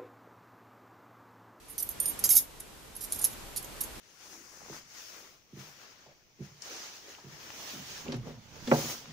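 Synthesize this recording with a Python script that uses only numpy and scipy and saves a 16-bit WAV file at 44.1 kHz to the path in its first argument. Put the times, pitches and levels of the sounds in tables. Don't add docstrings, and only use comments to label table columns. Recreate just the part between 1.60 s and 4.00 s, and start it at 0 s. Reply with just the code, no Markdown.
import sys
import numpy as np
from scipy import signal
from scipy.fft import rfft, irfft, next_fast_len
from scipy.io import wavfile

SR = 44100
rng = np.random.default_rng(int(sys.argv[2]) if len(sys.argv) > 2 else 0)


def waveform_to_disk(signal):
    frames = np.transpose(np.atleast_2d(signal))
    scaled = np.clip(frames, -1, 1) * 32767
    samples = np.round(scaled).astype(np.int16)
    wavfile.write(sys.argv[1], SR, samples)


N = 105840

ROOM_DB = -8.5
FREE_PAN_DB = 1.5
RELEASE_S = 0.0016


def amp(db):
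    return 10 ** (np.asarray(db) / 20)


def unit(x):
    return x / np.sqrt(np.mean(x ** 2) + 1e-20)


def along(points, hz):
    f, v = np.transpose(points)
    return np.interp(np.log(hz + 1), np.log(f + 1), v)


def filtered(x, response):
    n = x.shape[-1]
    m = next_fast_len(n + 8192)
    return irfft(rfft(x, m) * response(np.fft.rfftfreq(m, 1 / SR)), m)[..., :n]


def causal(gain_db, size=512):
    cepstrum = irfft(np.log(amp(gain_db(np.fft.rfftfreq(size, 1 / SR)))))
    cepstrum[1:size // 2] *= 2
    cepstrum[size // 2 + 1:] = 0
    return irfft(np.exp(rfft(cepstrum)))


def add(out, s, x):
    part = out[:, max(round(s * SR), 0):][:, :x.shape[-1]]
    part += x[..., :part.shape[1]]


def noise(spectrum):
    # f/Hz, correlation
    likeness = [(30, .75), (100, 0.56), (300, .3), (800, 0.17), (3000, 0.17), (12000, 0.041)]

    def mid_and_side(hz):
        turn = np.arccos(np.clip(along(likeness, hz), -1, 1)) / 2
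        return amp(along(spectrum, hz)) * [np.cos(turn), np.sin(turn)]

    mid, side = filtered(rng.standard_normal((2, N)), mid_and_side)
    return unit(np.array([mid + side, mid - side]))


def background():
    # t/s, level/dB
    swell_points = [(0.0, -60.5), (0.48, -50.5), (0.75, -50), (0.86, -56.5), (1.34, -56.5), (1.62, -50),
                    (2.02, -52.5), (2.2, -50.5), (2.33, -51), (2.4, -51)]
    # f/Hz, relative level/dB per Hz
    rush_colour = [(15, -66), (25, 2), (102, -6), (264, -7.5), (318, -6.5), (472, -9.5), (991, -11.5),
                   (2080, -16.5), (2310, -15.5), (8240, -21.5), (9660, -26), (14000, -36.5)]
    # f/Hz, relative level/dB per Hz
    hiss_colour = [(2000, -21), (5000, -17), (8000, -13.5), (11000, -10), (14000, -11)]
    rush_db, hiss_db = 5, 0
    hum_hz, hum_db = 441.4, -69.5
    t = np.arange(N) / SR
    swell = amp(np.interp(t, *np.transpose(swell_points)))
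    rush = amp(rush_db) * noise(rush_colour)
    hiss = amp(hiss_db) * noise(hiss_colour)
    hum = amp(hum_db) * unit(np.sin(2 * np.pi * hum_hz * t))
    return swell * (rush + hiss) + hum


def room(x):
    t60_s, onset_s = 0.15, .003
    t = np.arange(SR // 4) / SR
    tail = rng.standard_normal((2, len(t))) * amp(-60 * t / t60_s) * (1 - np.exp(-t / onset_s))
    return signal.fftconvolve(x, tail / np.linalg.norm(tail[0]), axes=1)[:, :x.shape[1]]


def placed(x, pan_db):
    # f/Hz, left over right/dB
    lean = [(3000, -1.5), (6300, 4), (9500, -4.5), (13000, -13)]

    def shares(hz):
        left_over_right_db = pan_db + along(lean, hz)
        return np.sqrt(2 / (1 + amp(np.outer([-2, 2], left_over_right_db))))

    return filtered(x, shares)


def in_room(x, pan_db):
    return placed(x, pan_db) + amp(ROOM_DB) * room(x)


def modes(t, hz, t60):
    return np.sin(2 * np.pi * hz[:, None] * t) * amp(-60 * t / np.reshape(t60, (-1, 1)))


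def free_part(strikes, partials):
    detune, attack_s, stop_s = 0.0011, 0.00074, .001
    out, t = np.zeros((2, N)), np.arange(SR // 3) / SR
    next_knocks = [row[0] for row in strikes[1:]] + [N / SR]
    hz, mode_db = np.transpose(partials)
    for (s, db, t60, overtones_db), stop in zip(strikes, next_knocks):
        gains = amp(db + mode_db + overtones_db * (hz > hz[0]))
        pitches = hz * (1 + detune * rng.standard_normal(len(hz)))
        tone = gains @ modes(t, pitches, t60)
        attack = 1 - np.exp(-t / attack_s)
        cut = np.exp(-np.maximum(t - (stop - s), 0) / stop_s)
        add(out, s, in_room(np.array([tone, tone]) * attack * cut, FREE_PAN_DB))
    return out


def long_handle():
    # t/s, level/dB, t60/s, extra level of the overtones/dB
    nudges = [(.705, -40.5, 0.11, -2), (.768, -44.5, .08, 5)]
    # f/Hz, level/dB
    partials = [(2190, -0.5), (3760, 4), (5420, 12.5)]
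    return free_part(nudges, partials)


def wire_loop():
    # t/s, level/dB, t60/s, extra level of the overtones/dB
    knocks = [(.6395, -28.5, 0.061, 1), (.702, -41.5, 0.14, 11.5), (.767, -35, 0.066, 9)]
    # f/Hz, level/dB
    partials = [(4857, 4), (6580, 2.5), (7650, -6), (9860, -3.5), (11275, 7), (12440, 7)]
    return free_part(knocks, partials)


def swinging_ring():
    # t/s, level/dB, t60/s, extra level of the overtones/dB
    knocks = [(.401, -26, 0.17, 6), (.428, -34.5, 0.17, -3), (.457, -27, 0.25, -8), (.48, -27, 0.13, 6.5),
              (.716, -36, .16, 27), (.733, -40, .16, 22), (.752, -31, .09, 6), (.774, -28, 0.067, 15),
              (1.589, -39, 0.43, -1), (1.614, -29.5, 0.078, -3)]
    # f/Hz, level/dB
    partials = [(9014, 1), (10495, -12.5), (13055, -16), (13600, -18)]
    return free_part(knocks, partials)


def pings():
    # t/s, f/Hz, level/dB, t60/s
    wire_pings = [(.186, 6050, -29, 0.034), (.457, 5200, -31, 0.029), (1.642, 11220, -14, .04),
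                  (1.644, 5860, -32, .04)]
    attack_s = .0005
    out, t = np.zeros((2, N)), np.arange(SR // 5) / SR
    for s, hz, db, t60 in wire_pings:
        x = amp(db) * modes(t, np.array([hz, hz]), t60) * (1 - np.exp(-t / attack_s))
        add(out, s, in_room(x, FREE_PAN_DB))
    return out


def chatter(t, length):
    contacts_per_s, size_scatter_db, first_db = 2200, 3, 3
    fade_share = 0.17
    sizes = amp(size_scatter_db * np.clip(rng.standard_normal(len(t)), -2, 1.5))
    hits = (rng.random(len(t)) < contacts_per_s / SR) * sizes
    hits *= rng.choice([-1, 1], len(t))
    hits[0] = amp(first_db)
    return hits * np.exp(-np.maximum(t - length, 0) / (RELEASE_S + fade_share * length))


def damped(colour, count=90):
    t60_s = .022
    mic_alike = .6
    hz = rng.uniform(2000, 14500, count)
    common, own = rng.standard_normal((2, count))
    left = np.sqrt(mic_alike) * common + np.sqrt(1 - mic_alike) * own
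    gains = np.array([left, common]) * amp(colour(hz))
    return gains @ modes(np.arange(SR // 20) / SR, hz, t60_s)


def clink(length, low_db, top_db, ring_db):
    # f/Hz, level/dB, t60/s
    steel = [(5450, -16, 0.11), (6010, -14.5, 0.21), (6520, -9, 0.17), (7570, -7.5, 0.24),
             (8780, -2.5, 0.094), (9560, -11, 0.11), (9100, -11.5, .09), (10400, -15, .1),
             (10500, -9, 0.12), (11278, 8, 0.076), (10830, -13, 0.057), (13050, -11, 0.13),
             (12430, -4.5, 0.15), (13045, 9, .11), (13770, -0.5, 0.098)]
    # f/Hz, level/dB
    contact_colour = [(300, -66), (1500, -31.5), (3000, -22), (5200, -10.5), (6700, -7), (8100, -12.5),
                      (8900, 1), (11300, 6), (13000, 3), (14200, -1.5)]
    crack_db, damped_db, lasting_db = -5, -3, -6.5
    tick_db = -1
    mode_scatter_db = 1.5
    t = np.arange(SR // 3) / SR

    def level(x):
        energy = np.sum(x ** 2, axis=-1, keepdims=True)
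        return x * np.sqrt((length + RELEASE_S) * SR / (energy + 1e-20))

    def tilt(hz):
        return along([(7500, low_db), (9000, 0), (11400, 0), (12500, top_db)], hz)

    def colour(hz):
        return along(contact_colour, hz) + tilt(hz)

    hits = chatter(t, length)

    def through(response):
        return level(signal.fftconvolve(hits[None], response, axes=1)[:, :len(t)])

    hz, db, t60 = np.transpose(steel)
    gains = amp(db + tilt(hz) + mode_scatter_db * rng.standard_normal((2, len(hz))))
    ring = level(gains @ through(modes(t, hz, t60)))
    crack = causal(colour)
    out = amp(crack_db) * through(crack[None]) + amp(damped_db) * through(damped(colour))
    out += amp(lasting_db + ring_db) * ring
    add(out, 0, amp(tick_db) * crack / np.abs(crack).max())
    return out


def puzzle():
    # t/s, chatter length/s, level/dB before the layers' own levels, lower modes/dB, top modes/dB,
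    # left over right/dB, lasting ring/dB
    touches = [(0.084, 0.014, -48, 0, -4, -3, -8.0), (0.098, 0.017, -44.5, -11, -6, -1, 4),
               (0.128, 0.0071, -50, 4, -2, -2, 8), (0.181, 0.0011, -25.5, 1, 4, -4, -22),
               (0.185, 0.019, -34, 7, 2, 2, -10), (0.2, 0.0093, -30.5, -2.0, 0, -8, 0),
               (0.226, 0.0055, -25.5, -2.5, 4.5, -2, -14), (0.258, 0.017, -49, 7, -1, -3, 1),
               (0.29, 0.003, -25.5, 1.5, 5.5, -3.5, -8.0), (0.302, 0.013, -41.5, 7, 3, -9.0, -1),
               (0.401, 0.0025, -20, -3, 3, -4, -2), (0.428, 0.0049, -34, -1, -6, 1, 7),
               (0.457, 0.0053, -25.5, -2, -3.0, 0, -9), (0.48, 0.017, -35, -2, -1, -3.0, 8.5),
               (0.5915, 0.006, -32.5, 3.0, -9, 0, -17), (0.6395, 0.02, -23, 4.5, -2.5, 0, 2),
               (0.691, 0.0049, -21, 3, 4, -6, 6), (0.701, 0.025, -21.5, 3.5, -1, 2, 2),
               (0.728, 0.021, -29, 9.5, 1.0, -2, -7), (0.752, 0.016, -18, 2.5, 4.5, -2, -7),
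               (0.765, 0.013, -15, 4, 2.5, 0.5, -12), (0.778, 0.011, -21.5, 9.5, 8, -2, -27),
               (1.001, 0.0045, -36, 2, -4, 3, -9), (1.353, 0.0026, -43, 5, -8, -5.0, 3),
               (1.365, 0.0035, -37.5, 3.5, -6, 0, 1), (1.408, 0.04, -37, 6.5, 1.5, -1, -2.5),
               (1.499, 0.019, -48, 8, -4, -4.0, -13), (1.523, 0.002, -21.5, -2, -4.5, 1, -13),
               (1.527, 0.0054, -32.5, 9, -3, -4, -1), (1.545, 0.0055, -36.5, 7.0, 0, -1, -15),
               (1.56, 0.0026, -37.5, 6, -7, -7.0, 5.5), (1.589, 0.0074, -33, 8.5, 5, -2, -3),
               (1.614, 0.012, -32, 0, -7, 0, -1), (1.635, 0.0074, -33.5, 8, 3, -4.0, -7),
               (1.643, 0.0067, -18.5, 2, -6, -1, -16), (1.65, 0.0073, -25, 8, 6.5, -1, -15),
               (1.71, 0.024, -46.5, 2, -2.0, -7, -12), (1.962, 0.019, -31, 8.5, -4, -1, -8.0),
               (2.027, 0.0064, -42, 7, -3, 2, -3), (2.044, 0.003, -37.5, 14, 14, -12, 0),
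               (2.2075, 0.01, -28, 5.5, 0, -1, -2.5), (2.236, 0.0054, -34.5, 4.5, -1.0, -6.0, -3.5)]
    out = np.zeros((2, N))
    for s, length, db, low_db, top_db, pan_db, ring_db in touches:
        x = amp(db) * clink(length, low_db, top_db, ring_db)
        add(out, s, in_room(x, pan_db))
    return out


def scene():
    singing = long_handle() + wire_loop() + swinging_ring()
    return background() + singing + pings() + puzzle()


def record(dry):
    top_hz = 14200
    return filtered(dry, lambda hz: 1 / np.sqrt(1 + (hz / top_hz) ** 240))


dry = scene()
out = record(dry)
waveform_to_disk(out)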